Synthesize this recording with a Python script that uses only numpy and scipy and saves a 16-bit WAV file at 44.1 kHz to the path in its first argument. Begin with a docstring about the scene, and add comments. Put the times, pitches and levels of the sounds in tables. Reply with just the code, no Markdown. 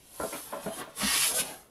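"""A hand plane works the edge of an upright wooden board in a small workshop, over a quiet rumble.
It slides forward lightly: grains of noise make the sole hiss and the board grumble.
Knocks excite the board's modes, and brief squeaks swell as narrow bands of noise; the plane stops.
It is pulled back in one rasping cut: the blade snaps fibres, random impulses that ring the iron.
Plane body and board colour the sound with their modes, and the room adds a decaying noise tail."""
import sys
import numpy as np
from scipy import signal
from scipy.fft import rfft, irfft
from scipy.io import wavfile

SR = 44100
rng = np.random.default_rng(int(sys.argv[2]) if len(sys.argv) > 2 else 0)


def file_out(sig):
    """Save sig as 16-bit WAV at sys.argv[1]."""
    # one column per channel
    cols = np.atleast_2d(sig).T
    # limit, then scale
    lim = np.clip(cols, -1, 1)
    pcm = np.round(lim * 32767).astype(np.int16)
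    wavfile.write(sys.argv[1], SR, pcm)


N = 74970
TIME = np.arange(N) / SR


def from_db(db):
    """Level to amplitude: 20 dB is a factor of ten."""
    return 10 ** (np.asarray(db) / 20)


def rms_one(x):
    """Normalisation to unit mean power."""
    return x / np.sqrt(np.mean(x ** 2) + 1e-20)


def in_time(rows):
    """Linear interpolation of (t/s, value) rows over the whole scene."""
    return np.interp(TIME, *np.transpose(rows))


def decay(age, t60_s):
    """Exponential decay by 60 dB in one reverberation time."""
    return np.exp(-np.log(1000) * age / t60_s)


def cut(x, hz, kind, order=2):
    """Butterworth filtering: a maximally flat low- or high-pass."""
    sos = signal.butter(order, np.clip(hz, 10, .45 * SR), kind, fs=SR, output="sos")
    return signal.sosfilt(sos, x)


def colour(x, spectrum):
    """Spectral weighting by (f/Hz, gain/dB) rows, joined on a logarithmic axis; unit power."""
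    hz, db = np.transpose(spectrum)
    bins = np.maximum(np.arange(N // 2 + 1) * SR / N, 1)
    gain = from_db(np.interp(np.log(bins), np.log(hz), db))
    return rms_one(irfft(rfft(x) * gain, N))


def resonance(x, hz, width_hz):
    """A single damped resonator: its pole radius sets the bandwidth, its gain at the peak is 1."""
    r = np.exp(-np.pi * width_hz / SR)
    feedback = [1, -2 * r * np.cos(2 * np.pi * hz / SR), r * r]
    return signal.lfilter([(1 - r * r) / 2, 0, (r * r - 1) / 2], feedback, x)


def ring(x, modes, scatter_db):
    """Modal superposition: decaying sines of alternating sign, their levels scattered by chance."""
    out = 0
    for k, (hz, db, t60_s) in enumerate(modes):
        r, w = decay(1 / SR, t60_s), 2 * np.pi * hz / SR
        gain = (-1) ** k * from_db(db + scatter_db * rng.normal())
        # the tiny constant keeps the filter from running on vanishing numbers
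        mode = signal.lfilter([0, np.sin(w)], [1, -2 * r * np.cos(w), r * r], x + 1e-18)
        out = out + gain * mode
    return out


def grains(per_s, spread_db):
    """Shot noise: random impulses of either sign and uneven size; unit power."""
    sizes = from_db(spread_db * np.minimum(rng.exponential(1, N), 4))
    signs = rng.choice([-1, 1], N)
    return rms_one(sizes * signs * (rng.random(N) < per_s / SR))


def judder(rate_hz, depth_db):
    """Amplitude modulation by low-passed noise: uneven grip over the wood grain, as a gain."""
    grip = rms_one(cut(rng.standard_normal(N), rate_hz, "low"))
    return rms_one(from_db(depth_db * grip))


def narrow_noise(hz, width_hz):
    """Quadrature modulation: two slow noises on a carrier make an unsteady tone; unit power."""
    phase = 2 * np.pi * np.cumsum(hz * np.ones(N)) / SR
    a, b = cut(rng.standard_normal((2, N)), width_hz / 2, "low")
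    return rms_one(a * np.cos(phase) + b * np.sin(phase))


def plane_body(x):
    """High modal density: a decaying noise stands for crowded modes, which change along the stroke."""
    t60_s, change_s, direct = 0.086, .11, 0.67
    out, age = np.zeros(N), TIME[:SR // 10]
    for middle in np.arange(0, N / SR + change_s, change_s):
        near = np.abs(TIME - middle) / change_s
        fade = np.sqrt(np.maximum(1 - near, 0))  # equal-power crossfade between sets of modes
        tail = rms_one(rng.standard_normal(len(age)) * decay(age, t60_s))
        out += signal.fftconvolve(x * fade, tail)[:N]
    return rms_one(direct * x + rms_one(out))


def rumble():
    """Stationary noise: a steady random background weighted towards the bass."""
    # spectrum of the background: f/Hz, gain/dB
    floor_colour = [(25, -10.5), (60, -4.5), (100, -11), (200, -10), (600, -15.5), (1500, -31), (8000, -34)]
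    level_db = -61.5
    return from_db(level_db) * colour(rng.standard_normal(N), floor_colour)


def sole():
    """Friction noise: dense grains hiss on the wood, with a thin whistle of wandering pitch."""
    # pressure of the sliding sole, heard as its hiss, forward and then back: t/s, level/dB
    push = [(0.0, -60), (0.01, -66), (0.046, -60), (0.234, -42.5), (0.362, -41), (0.6, -54), (0.644, -45),
            (0.716, -52.5), (0.724, -48), (0.802, -42), (0.832, -60), (0.876, -66), (0.9, -56.5)]
    pull = [(0.93, -67.5), (0.974, -41), (0.996, -36.5), (1.112, -30.5), (1.28, -26), (1.334, -36),
            (1.356, -29.5), (1.408, -27.5), (1.43, -41.5), (1.6, -54.5), (1.672, -67.5), (1.7, -71)]
    # spectrum of the hiss: f/Hz, gain/dB
    hiss_colour = [(1200, -32), (2000, -24.5), (3300, -10.5), (5000, -10.5), (7000, -9.5), (9000, -7),
                   (10500, -3.5), (12000, -9), (13500, -15.5), (15500, -45)]
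    # centre of the whistle: t/s, f/Hz
    whistle_centre = [(0, 11200), (.25, 10900), (.47, 11350), (.65, 10650), (.78, 10600), (1.03, 10450),
                      (1.27, 10700), (1.4, 10750), (1.55, 11150), (1.7, 11100)]
    whistle_width_hz, whistle_db = 1360, -2.5  # level relative to the hiss
    hiss = colour(grains(per_s=14000, spread_db=1), hiss_colour)
    whistle = narrow_noise(in_time(whistle_centre), whistle_width_hz)
    sliding = plane_body(hiss + from_db(whistle_db) * whistle)
    pressure = from_db(in_time(list(push) + list(pull)))
    return pressure * judder(rate_hz=310, depth_db=1.02) * sliding


def rubbing():
    """Slip excitation: small slips under the sole make the board grumble."""
    # course of the low rubbing, before the common gain: t/s, level/dB
    rub_course = [(0, -82), (.17, -56.5), (.31, -50), (.355, -39), (.43, -53.5), (.5, -50), (.6, -46),
                  (.75, -48), (.815, -36.5), (.86, -51), (.95, -58), (1.02, -37), (1.1, -49.5),
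                  (1.165, -39.5), (1.2, -46.5), (1.28, -48), (1.32, -40.5), (1.36, -41), (1.4, -41),
                  (1.44, -46), (1.53, -46), (1.6, -58), (1.7, -70)]
    # spectrum of the rubbing: f/Hz, gain/dB
    rub_colour = [(40, -28), (110, -8.5), (200, -4.5), (350, -2), (560, -0.5), (1000, -3), (1550, -6.5),
                  (2200, -12.5), (3300, -12), (6000, -29)]
    gain_db = 0.5
    slips = plane_body(grains(per_s=2500, spread_db=2.5))
    return from_db(gain_db + in_time(rub_course)) * colour(slips, rub_colour)


def workshop(x):
    """Diffuse reverberation: dense, slightly dull reflections decay as noise in a small room."""
    t60_s, dull_hz, gap_s = 0.28, 6460, 0.0044
    tail = cut(rng.standard_normal(N), dull_hz, "low", order=1)
    tail = tail * decay(TIME, t60_s) * (TIME > gap_s)
    tail = tail / np.sqrt(np.sum(tail ** 2)) / 2  # total energy 1/4
    return signal.fftconvolve(x, tail)[:N]


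def knocks():
    """Impact excitation: a blow and a spell of chatter drive the board's modes, over a dense thud."""
    # the plane bumps the board: t/s, level before the common gain/dB, brightness low-pass f/Hz,
    # bass cut f/Hz, favoured pitch f/Hz, its boost/dB, chatter length/s
    bumps = [(.198, -20.5, 1170, 60, 560, 0.5, 0.023), (.2, -27, 1650, 490, 1410, 7, 0.032),
             (0.232, -25, 920, 110, 515, 9, 0.037), (0.325, -32.5, 3500, 252, 2270, 15.5, 0.018),
             (.523, -28.5, 1880, 194, 605, 6, 0.053), (.532, -28.5, 1230, 237, 1020, 14.5, 0.0094),
             (0.658, -22, 450, 140, 194, 2.5, 0.046), (.661, -30, 2410, 326, 660, 8.5, 0.031),
             (.815, -37, 1480, 198, 950, 14.5, 0.019), (0.871, -39.5, 900, 149, 620, 8, .004),
             (1.014, -26, 110, 25, 63, 12, 0.052), (1.018, -25.5, 280, 130, 245, 8.5, 0.057),
             (1.31, -41, 400, 30, 62, 15, .03), (1.39, -26, 232, 25, 57.6, 10, .035)]
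    # modes of board and plane: f/Hz, level/dB, t60/s
    board_modes = [(62, -20, .15), (195, -5, .13), (264, -4, .14), (303, -5, .14), (377, -7, .12),
                   (441, -6, .13), (572, -1, .13), (654, -2, .16), (765, -5, .11), (860, -7, .1),
                   (1015, -2, .06), (1184, -10, .12), (1360, -3, .09), (1450, -4, .1), (1660, -9, .1),
                   (2330, -10, .08)]
    gain_db, chatter_per_s, chatter_size = -12.5, 900, 0.25
    thud_db, thud_lowpass_hz = -1.5, 1520
    release_t60_s = 0.038  # added to a slower decay that runs from the blow onwards
    out, age = np.zeros(N + SR), TIME[:SR // 2]
    for s, db, bright_hz, bass_hz, favoured_hz, boost_db, chatter_s in bumps:
        release = decay(np.maximum(age - chatter_s, 0), release_t60_s)
        contact = release * np.exp(-age / (2 * chatter_s))
        hits = rng.standard_normal(len(age)) * (rng.random(len(age)) < chatter_per_s / SR)
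        force = chatter_size * hits * contact
        force[0] = 1  # the first blow
        thud = rms_one(cut(rng.standard_normal(len(age)), thud_lowpass_hz, "low"))
        body = ring(force, board_modes, scatter_db=1) + from_db(thud_db) * thud * contact
        body = cut(cut(body, bright_hz, "low"), bass_hz, "high")
        favoured = resonance(body, favoured_hz, 0.12 * favoured_hz)
        body = body + (from_db(boost_db) - 1) * favoured
        start = int(s * SR)
        out[start:start + len(age)] += from_db(db + gain_db) * body
    return out[:N]


def squeaks():
    """Stick and slip: the catching sole squeaks and the board groans in short swells of narrow-band noise."""
    # swells: middle t/s, length/s (amplitude is down to e^-2 this far from the middle),
    # f/Hz, level/dB
    swells = [(.455, .06, 11550, -52), (.675, .03, 182, -40), (.7, .04, 660, -38), (.735, .025, 3130, -48),
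              (.745, .05, 10560, -48), (1.045, .035, 200, -39), (1.2, .06, 132, -49),
              (1.39, .04, 1525, -40), (1.47, .04, 625, -51), (1.52, .05, 1570, -51),
              (1.51, .07, 11100, -52)]
    out = np.zeros(N)
    for s, length, hz, db in swells:
        swell = np.exp(-2 * ((TIME - s) / length) ** 2)
        width_hz = 32 + .02 * hz
        out += from_db(db) * swell * narrow_noise(hz, width_hz)
    return out


def blade():
    """Fracture noise: fibres snap at the edge and set the iron and the body ringing."""
    # bite of the blade, heard as its rasp: t/s, level/dB
    bite = [(0.94, -62.5), (1.02, -32), (1.166, -26), (1.196, -31), (1.236, -26), (1.324, -44.5),
            (1.35, -64), (1.394, -32), (1.448, -45.5), (1.534, -51.5), (1.65, -97), (1.7, -79)]
    # spectrum of the rasp: f/Hz, gain/dB
    rasp_colour = [(500, -22), (900, -2.5), (1650, -2), (2000, -3), (2600, 2.5), (4200, -2.5), (5800, -5.5),
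                   (7500, -12), (10000, -18), (15000, -22)]
    # modes of the plane's iron under the cut: f/Hz, level/dB
    iron_modes = [(1184, -7), (1527, -7), (1682, -1), (1868, -3), (2540, -2), (2855, -1), (3348, -2),
                  (3660, -2), (4207, -2), (4398, 0), (5475, -3), (5955, 1), (8942, -4), (9426, -2)]
    iron_t60_s, rasp_db, iron_db = 0.092, -1.5, -9.5
    snaps = grains(per_s=5000, spread_db=4.0)
    iron = ring(snaps, [(hz, db, iron_t60_s) for hz, db in iron_modes], scatter_db=4.5)
    rasp = colour(plane_body(snaps), rasp_colour)
    cutting = from_db(rasp_db) * rasp + from_db(iron_db) * rms_one(iron)
    return from_db(in_time(bite)) * cutting


def scene():
    """Superposition: direct scrape and knocks, their reverberation and the rumble add up."""
    scrape_send_db, knock_send_db = -14, -6  # levels fed into the room
    scrape = sole() + rubbing() + squeaks() + blade()
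    bumps = knocks()
    room = workshop(from_db(scrape_send_db) * scrape + from_db(knock_send_db) * bumps)
    return (scrape + bumps + room + rumble())[None]


def record(dry):
    """Band limitation: a steep elliptic low-pass removes the top of the spectrum."""
    cutoff_hz, ripple_db, stop_db = 15500, .2, 80
    sos = signal.ellip(10, ripple_db, stop_db, cutoff_hz, fs=SR, output="sos")
    return signal.sosfilt(sos, dry)


dry = scene()
out = record(dry)
file_out(out)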